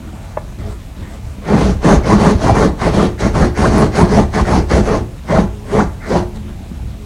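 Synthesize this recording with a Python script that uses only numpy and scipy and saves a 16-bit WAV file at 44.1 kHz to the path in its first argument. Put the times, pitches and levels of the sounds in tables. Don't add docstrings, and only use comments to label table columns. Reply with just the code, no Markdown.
import sys
import numpy as np
from scipy import signal
from scipy.fft import rfft, irfft, next_fast_len
from scipy.io import wavfile
from scipy.ndimage import uniform_filter1d, map_coordinates

SR = 44100
rng = np.random.default_rng(int(sys.argv[2]) if len(sys.argv) > 2 else 0)


def persist_wave(psi):
    counts = np.round(np.clip(psi, -1, 1) * 32767).astype(np.int16)
    wavfile.write(sys.argv[1], SR, np.atleast_2d(counts).T)


N = 310989
TIME_S = np.arange(N) / SR


def from_db(db):
    return 10 ** (np.asarray(db) / 20)


def rms_one(x):
    return x / np.sqrt(np.mean(x ** 2) + 1e-20)


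def colour(x, spectrum):
    size = next_fast_len(N + SR // 2, real=True)
    size += size % 2
    octave = np.log2(np.maximum(np.fft.rfftfreq(size, 1 / SR), 1))
    hz, db = np.transpose(spectrum)
    beyond = np.abs(octave - np.clip(octave, np.log2(hz[0]), np.log2(hz[-1])))
    gain_db = np.interp(octave, np.log2(hz), db) - 24 * np.minimum(beyond, 2)
    cepstrum = irfft(np.log(from_db(gain_db)))
    cepstrum[1:size // 2] *= 2
    cepstrum[size // 2 + 1:] = 0
    return irfft(rfft(x, size) * np.exp(rfft(cepstrum)))[:N]


def even(x, span_s):
    size = max(int(span_s * SR), 8)
    power = uniform_filter1d(uniform_filter1d(x ** 2, size), size)
    return x / np.sqrt(np.abs(power) + 1e-12)


def drift(per_s):
    knots, at = rng.standard_normal(8000), np.arange(0, N + 16, 16)
    curve = map_coordinates(knots, [at * per_s / SR], order=3, mode="wrap")
    return np.interp(np.arange(N), at, curve)


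def swell(t, start, length):
    return np.sin(np.pi * np.clip((t - start) / length, 0, 1))


def swell_level(middles, lengths, levels_db):
    t = TIME_S[::32]
    power = sum((from_db(db) * swell(t, middle - length / 2, length)) ** 2
                for middle, length, db in np.broadcast(middles, lengths, levels_db))
    return np.interp(TIME_S, t, np.sqrt(power))


def ring(hits, hz, t60_s):
    clicks = np.zeros(N)
    for start, db in hits:
        clicks[round(start * SR)] = from_db(db)
    r, w = from_db(-60 / (t60_s * SR)), 2 * np.pi * hz / SR
    return signal.lfilter([0, np.sin(w)], [1, -2 * r * np.cos(w), r * r], clicks + 1e-18)


def slips(per_s, spread_db):
    size = from_db(spread_db * np.minimum(rng.exponential(1, N), 4))
    return (rng.random(N) < per_s / SR) * size * rng.choice([-1, 1], N)


def shifting_folds(x, depth_db, per_s):
    spectrum, hz = rfft(x, 2 ** 19), np.fft.rfftfreq(2 ** 19, 1 / SR)
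    band = np.clip(3 * np.log2(np.maximum(hz, 1) / 250), 0, 17)
    thirds = (irfft(spectrum * np.maximum(1 - np.abs(band - k), 0))[:N] for k in range(18))
    return sum(third * from_db(depth_db * drift(per_s)) for third in thirds)


# freq_hz, gain_db
ROOM_TONE_SPECTRUM = [(90, -7.5), (150, 2.5), (217, -1.5), (300, -5.5), (420, -21), (520, -25), (650, -24),
                      (1100, -26.5), (1700, -29.5), (2300, -23.5), (2700, -24), (3600, -30), (6500, -30.5),
                      (15500, -39)]
def room_tone(level_db=-37.57):
    return from_db(level_db) * rms_one(colour(rng.standard_normal(N), ROOM_TONE_SPECTRUM))


# pitch_hz, width_hz, gain_db
BED_MODES = [(163, 12, 4.5), (336.4, 4.9, -5.5), (406, 84, 3.5), (546, 87, 1), (608, 32, 5),
             (734, 3.5, 6.5), (790, 84, 4), (1080, 30, 6)]
def bed(x):
    for hz, width_hz, db in BED_MODES:
        x = x + (from_db(db) - 1) * signal.lfilter(*signal.iirpeak(hz, hz / width_hz, fs=SR), x)
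    return x


# middle_s, length_s, rustle_db, pressure_db, heave_db
SHUFFLES = [(0.044, 0.24, -46, -30.5, -47), (0.148, 0.081, -41.5, -30, -37), (0.267, 0.45, -39, -47, -41),
            (0.467, 0.2, -44.0, -36.0, -32), (0.602, 0.058, -37, -25.5, -30), (0.676, 0.23, -34, -35, -22),
            (1.015, 0.11, -36.5, -27, -27), (1.111, 0.2, -36, -33.5, -47), (1.265, 0.16, -42, -48, -25),
            (6.366, 0.1, -38, -62.5, -28.5), (6.48, 0.31, -45, -33, -28), (6.618, 0.14, -47, -37, -44),
            (6.735, 0.096, -55, -33, -39.0), (6.844, 0.26, -45, -41, -23.5), (7.04, 0.11, -52, -38, -35.0)]
# freq_hz, gain_db
RUSTLE_SPECTRUM = [(250, -25.5), (420, 3), (540, 3.5), (680, 2.5), (1100, -2.5), (2100, -8.5),
                   (2700, -15.5), (3700, -11.5), (5000, -21), (8000, -17.5), (14000, -33)]
PADDING_SPECTRUM = [(90, -11.5), (140, -4.5), (190, -0.5), (240, -2.5), (300, -8), (400, -17), (600, -44.5)]
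def shuffling(rest_rustle_db=-42, rest_pressure_db=-45):
    middle, length, rustle_db, pressure_db, _ = np.transpose(SHUFFLES)
    rustle = np.hypot(swell_level(middle, length, rustle_db), from_db(rest_rustle_db))
    pressure = np.hypot(swell_level(middle, length, pressure_db), from_db(rest_pressure_db))
    cloth = colour(slips(2500, spread_db=2.0), RUSTLE_SPECTRUM)
    cloth = even(shifting_folds(cloth, depth_db=3.0, per_s=16), span_s=0.097)
    padding = even(bed(colour(rng.standard_normal(N), PADDING_SPECTRUM)), span_s=0.026)
    return from_db(-3.5 + drift(28)) * rustle * cloth + from_db(-4.5) * pressure * padding


# freq_hz, gain_db
HEAVE_SPECTRUM = [(15, -43), (25, -3), (36, -1), (47, -3.5), (63, 3), (85, -4.5), (112, -3.5), (140, -14),
                  (250, -35)]
def mattress_heave(rest_db=-30.5):
    middle, length, _, _, heave_db = np.transpose(SHUFFLES)
    shuffles = swell_level(middle, length, heave_db)
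    strokes = stroke_level([row[-1] for row in STROKES], lag_s=0.024, release_s=0.22, ease_db=0)
    level = np.sqrt(strokes ** 2 + shuffles ** 2 + from_db(rest_db) ** 2)
    return from_db(1.07) * level * even(colour(rng.standard_normal(N), HEAVE_SPECTRUM), span_s=0.043)


# start_s, level_db
STEPS = [(0.137, -25), (1.384, -21.5), (6.5, -26), (6.606, -22), (6.715, -15.5), (6.881, -20.5)]
def paw_steps():
    return from_db(-5.5) * (ring(STEPS, hz=190, t60_s=0.094) + ring(STEPS, hz=230, t60_s=0.072))


# start_s, level_db
POP_CLICKS = [(0.3709, -16), (0.3724, -13.5), (0.3743, -8), (0.3776, -40), (0.3842, -18.5)]
# pitch_hz, level_db, t60_s
POP_MODES = [(636, -4, 0.033), (840, -2, 0.019), (970, -12, 0.034), (1095, -38, 0.036), (1540, -38, .02),
             (1710, -26, 0.057), (2180, -30, 0.059)]
def hollow_pop(lowpass_hz=2500):
    pop = sum(from_db(db) * ring(POP_CLICKS, hz, t60_s) for hz, db, t60_s in POP_MODES)
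    return signal.sosfilt(signal.butter(4, lowpass_hz, fs=SR, output="sos"), pop)


# start_s, length_s, pitch_hz, fundamental_db, octave_db
HUMS = [(0.61, 0.16, 205.8, -33, -32.5), (5.457, 0.22, 205.3, -31, -36.5), (6.24, 0.31, 215.3, -27.5, -47),
        (6.967, 0.19, 205, -32, -36)]
def hum(waver=0.013):
    phase_per_hz = 2 * np.pi * np.cumsum(1 + waver * drift(25)) / SR
    out = np.zeros(N)
    for start, length, hz, db, octave_db in HUMS:
        phase = hz * phase_per_hz
        tone = from_db(db) * np.sin(phase) + from_db(octave_db) * np.sin(2 * phase)
        out += swell(TIME_S, start, length) * tone
    return out


# middle_s, thud_db, bounce_db
THUMPS = [(0.668, -41, -21), (1.55, -7, -30), (1.64, -21, -18), (1.698, -14, -26), (1.869, -7.5, -24.5),
          (1.974, -19.5, -7), (2.142, -5, -15), (2.355, -17, -9.5), (2.52, -9, -15), (2.661, -9, -30),
          (2.74, -20, -17), (3.261, -14.5, -14), (3.421, -25, -11), (4.03, -6, -14), (4.418, -17.5, -6.5),
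          (4.588, -9.5, -16), (4.743, -19, -11.5), (4.815, -14.5, -14.5), (5.019, -25, -13),
          (5.39, -15, -25)]
THUMP_S = 0.042
def mattress_bounce(pitch_hz=66.5):
    out = np.zeros(N)
    for middle, _, db in THUMPS:
        level = from_db(db + 3.0) * swell(TIME_S, middle - THUMP_S / 2, THUMP_S) ** 2
        out += level * np.cos(2 * np.pi * pitch_hz * (TIME_S - middle))
    return out


def mattress_thuds(catches, tug):
    middle, thud_db, _ = np.transpose(THUMPS)
    level = np.hypot(tug, swell_level(middle, THUMP_S, thud_db))
    return from_db(0.05) * level * even(bed(colour(catches, PADDING_SPECTRUM)), span_s=0.063)


# middle_s, length_s, level_db
BRUSHES = [(1.481, 0.1, -36), (2.056, 0.066, -31), (2.832, 0.096, -29), (3.232, 0.12, -28.5),
           (3.58, 0.089, -31.5), (3.985, 0.14, -26), (4.364, .08, -25.5), (4.49, 0.14, -31),
           (4.726, 0.07, -23), (5.32, 0.1, -28), (5.71, 0.071, -38), (6.052, 0.11, -33.5)]
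# freq_hz, gain_db
BRUSH_SPECTRUM = [(800, -35), (1100, 1), (1450, 12.5), (1900, 11.5), (2200, 11.5), (2400, -1), (2750, -27),
                  (5000, -32)]
def paw_brushes():
    level = sum(from_db(db) * swell(TIME_S, middle - length / 2, length)
                for middle, length, db in BRUSHES)
    return level * even(colour(slips(4000, spread_db=1.0), BRUSH_SPECTRUM), span_s=0.061)


def treble_ripple(x, span_s, gain, count=16, changes_per_s=4):
    out, step = np.zeros(N + SR), SR // changes_per_s
    for middle in range(0, N + step, step):
        taps = np.zeros(int((span_s + .002) * SR) + 2)
        taps[-1 - (rng.random(count) * span_s * SR).astype(int)] = gain * rng.choice([-1, 1], count)
        taps[0] = 1
        part = slice(max(middle - step, 0), middle + step)
        crossfade = swell(TIME_S[part], (middle - step) / SR, 2 * step / SR)
        combed = signal.fftconvolve(x[part] * crossfade, taps)
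        out[part.start:part.start + len(combed)] += combed
    return out[:N]


# freq_hz, gain_db
HISS_SPECTRUM = [(1500, 8), (2600, -0.5), (3000, -0.5), (3600, -2.5), (4400, 0), (5100, -3), (5700, -2),
                 (6500, -2.5), (7300, -11), (8500, -5), (11000, -18), (15500, -45)]
SIZZLE_SPECTRUM = [(6500, -8), (7800, 10), (8900, 16), (9800, 8), (10150, 3), (10700, -5), (11000, -9),
                   (13000, -6), (15500, -24)]
def nap_hiss(catches, level):
    fibres = rms_one(slips(6000, spread_db=2.0)) + from_db(-8.5) * rms_one(catches)
    fibres = treble_ripple(fibres, span_s=.008, gain=0.12)
    nap = even(shifting_folds(colour(fibres, HISS_SPECTRUM), depth_db=2.15, per_s=14), span_s=0.011)
    speed = level / level.max()
    sizzle = from_db(-7.5) * speed ** 1.15 * even(colour(fibres, SIZZLE_SPECTRUM), span_s=0.03)
    flicker = from_db(0.46 * drift(160))
    snapping_fibres = from_db(-12) * rms_one(colour(slips(140, spread_db=2.5), HISS_SPECTRUM))
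    return from_db(3.0) * level * flicker * (nap + sizzle + snapping_fibres)


# freq_hz, gain_db
RASP_SPECTRUM = [(250, -28), (400, 2), (600, -2.5), (900, -3.5), (1150, -6), (1400, -10), (1900, -12.5),
                 (2300, -21.5), (2800, -54.5), (4500, -34.5)]
def weave_rasp(catches, body_level, edge_level, edge_hz=590):
    cloth = bed(colour(catches, RASP_SPECTRUM))
    cloth = even(shifting_folds(cloth, depth_db=2.26, per_s=25), span_s=0.087)
    body = signal.sosfiltfilt(signal.butter(2, edge_hz, fs=SR, output="sos"), cloth)
    return from_db(-2) * (body_level * body + edge_level * (cloth - body))


# start_s, length_s, attack_s, grip_share, hiss_db, rasp_db, tug_db, heave_db
STROKES = [ (1.495, 0.095, 0.08, 0.48, -33.5, -12, -13, -20),
           (1.602, .062, .06, 0.2, -31.5, -14.5, -14, -16), (1.685, 0.03, .04, 0.4, -36, -20, -16, -19),
           (1.85, 0.1, 0.046, 0.77, -29, -8, -9, -17), (2.075, 0.073, 0.075, 0.73, -30.5, -11, -11, -17.5),
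           (2.202, .11, 0.057, 0.47, -29.5, -10.5, -8.5, -20),
           (2.428, 0.077, 0.074, 0.84, -30.5, -11.5, -14, -15.5),
           (2.555, 0.1, .038, 0.81, -30, -9, -13, -18.5), (2.818, 0.067, 0.047, 1, -31, -12, -14, -18),
           (2.942, .11, 0.053, 0.8, -31, -12.5, -11.5, -21.5),
           (3.203, 0.075, 0.026, 0.95, -32, -16, -17.5, -15.5),
           (3.354, .1, 0.04, 0.95, -32, -12.5, -11, -18.5),
           (3.578, 0.1, 0.039, 0.99, -29.5, -12.5, -13.5, -15),
           (3.718, .13, 0.07, 0.88, -31.5, -11.5, -10.5, -20),
           (3.963, 0.067, .055, .6, -28.5, -10.5, -12, -17),
           (4.12, 0.085, 0.11, 0.9, -30.5, -10.5, -9.5, -16),
           (4.345, .063, 0.037, 1, -31, -14.5, -15, -22.5),
           (4.485, 0.1, 0.081, .7, -31.5, -12.5, -13.5, -16),
           (4.708, 0.084, 0.031, 0.9, -30.5, -11.5, -13.5, -16.5),
           (4.866, 0.097, 0.069, 0.96, -33.5, -13.5, -17, -21.5),
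           (5.305, .1, 0.057, 0.98, -35, -13, -11.5, -18), (5.748, 0.067, 0.11, 0.76, -33, -12, -12.5, -20),
           (6.116, 0.065, .1, .75, -33.5, -13, -14.5, -21), ]
def stroke_level(levels_db, lag_s, release_s, ease_db, attack_share=0.81):
    t, power = TIME_S[::32], 0
    for (start, length, attack_s, grip, *_), db in zip(STROKES, levels_db):
        age = t - start - lag_s
        attack = np.maximum(-age, 0) / (attack_s * attack_share)
        release = np.maximum(age - length, 0) / release_s
        fade_db = 20 * (attack + release) ** 1.16
        slack = np.interp(age / length, [0, np.clip(grip, .01, .99), 1], [1, 0, 1])
        power = power + from_db(db - fade_db - ease_db * slack) ** 2
    return np.interp(TIME_S, t, np.sqrt(power + 1e-18))


def digging():
    *_, hiss_db, rasp_db, tug_db, _ = np.transpose(STROKES)
    hiss = stroke_level(hiss_db, lag_s=0, release_s=0.071, ease_db=1, attack_share=0.91)
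    body = stroke_level(rasp_db, lag_s=0.002, release_s=0.095, ease_db=5.5)
    edge = stroke_level(rasp_db, lag_s=-0.0018, release_s=0.072, ease_db=5.1)
    tug = stroke_level(tug_db, lag_s=0.009, release_s=0.068, ease_db=3.27)
    catches = slips(500 + 1500 * np.sqrt(body / body.max()), spread_db=1.0)
    return weave_rasp(catches, body, edge) + mattress_thuds(catches, tug) + nap_hiss(catches, hiss)


# start_s, length_s, first_hz, last_hz, level_db
ZIPS = [(1.491, 0.03, 616, 1270, -34.5), (1.869, 0.029, 606, 780, -10), (1.887, 0.049, 964, 1660, -17),
        (2.091, 0.056, 687, 1335, -10), (2.264, 0.055, 1196, 1040, -17.5), (2.475, 0.046, 790, 692, -8.5),
        (2.61, 0.056, 1443, 1054, -17.5), (2.989, 0.043, 1489, 857, -13.5),
        (3.338, 0.041, 1516, 633, -18.5), (3.414, 0.033, 1090, 1590, -19), (3.631, 0.042, 827, 1680, -14),
        (3.799, 0.047, 448, 387, -14.5), (3.978, 0.06, 669, 1195, -10), (4.156, 0.061, 706, 582, -11.5),
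        (4.374, 0.045, 1165, 816, -14.5), (4.507, 0.07, 1248, 718, -15), (4.864, 0.12, 439, 418, -17.5),
        (5.299, 0.089, 628.4, 641, -11), (5.347, 0.05, 1724, 988, -16.5), (5.72, 0.091, 390, 473, -11.5),
        (5.776, 0.043, 638, 1890, -12.5), (6.098, 0.069, 370, 772, -13.5), (6.139, 0.056, 646, 1140, -17),
        (6.173, 0.11, 690, 640, -29)]
def claw_zips(waver=.11, rough_db=2.5, overtone=0.016):
    out = np.zeros(N)
    unsteady = 1 + waver * drift(700)
    grip = rms_one(from_db(rough_db * drift(450)))
    for start, length, first_hz, last_hz, db in ZIPS:
        at = np.arange(int(start * SR), int((start + length) * SR))
        phase = 2 * np.pi * np.cumsum(np.geomspace(first_hz, last_hz, len(at)) * unsteady[at]) / SR
        tone = np.sin(phase) + overtone * np.sin(2 * phase)
        out[at] += from_db(db) * swell(at / SR, start, length) * grip[at] * tone
    return out


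# middle_s, length_s, level_db, centre_hz
SNAGS = [(3.208, 0.0099, -33, 7100), (3.782, 0.0071, -27.5, 9700), (3.806, 0.048, -36.5, 9500)]
def snagged_threads(width_hz=1700):
    out, threads = np.zeros(N), slips(8000, spread_db=-1.5)
    for middle, length, db, hz in SNAGS:
        band = signal.butter(2, [hz - width_hz / 2, hz + width_hz / 2], "band", fs=SR, output="sos")
        out += swell_level([middle], length, db) * rms_one(signal.sosfilt(band, threads))
    return out


# delay_s, gain
REFLECTIONS = [(.0034, 0.041), (.0059, 0.1), (.0093, .22), (0.0136, 0.095)]
def near_walls(x):
    return x + sum(gain * np.pad(x, (int(delay * SR), 0))[:N] for delay, gain in REFLECTIONS)


# pitch_hz, t60_s, level_db
ROOM_MODES = [(174.6, 0.23, -6), (216.5, 1, -35), (356.2, 0.43, 7.5), (405, 0.21, -10.5), (448.7, 0.19, -5),
              (554, 0.26, -14), (574, 0.31, -9), (670, 0.32, -6), (970, 0.66, -31)]
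def bedroom(x, t60_s=0.42, wash_db=-11.5):
    t = np.arange(SR // 2) / SR
    tail = rng.standard_normal(len(t)) * from_db(-60 * t / t60_s) * (t > .008)
    wash = signal.fftconvolve(x, tail / np.sqrt(np.sum(tail ** 2)))[:N]
    out = from_db(wash_db) * signal.lfilter(*signal.butter(1, 3500, fs=SR), wash)
    for hz, mode_t60_s, db in ROOM_MODES:
        q = np.pi * hz * mode_t60_s / np.log(1000)
        out += from_db(db) * signal.lfilter(*signal.iirpeak(hz, q, fs=SR), x)
    return out


def scene():
    dog = near_walls(digging() + paw_brushes() + snagged_threads() + shuffling()) + claw_zips()
    hits = paw_steps() + hollow_pop()
    room = room_tone() + bedroom(dog + from_db(-6) * hits)
    return (dog + hits + room + mattress_heave() + mattress_bounce() + hum())[None]


def record(dry, low_cut_hz=29, high_cut_hz=15900):
    heard = signal.sosfilt(signal.butter(6, low_cut_hz, "high", fs=SR, output="sos"), dry)
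    overload = heard / (1 + heard ** 12) ** (1 / 12) - heard
    crunch = signal.sosfiltfilt(signal.butter(4, 7000, fs=SR, output="sos"), overload)
    return signal.sosfilt(signal.ellip(10, .1, 80, high_cut_hz, fs=SR, output="sos"), heard + crunch)


dry = scene()
out = record(dry)
persist_wave(out)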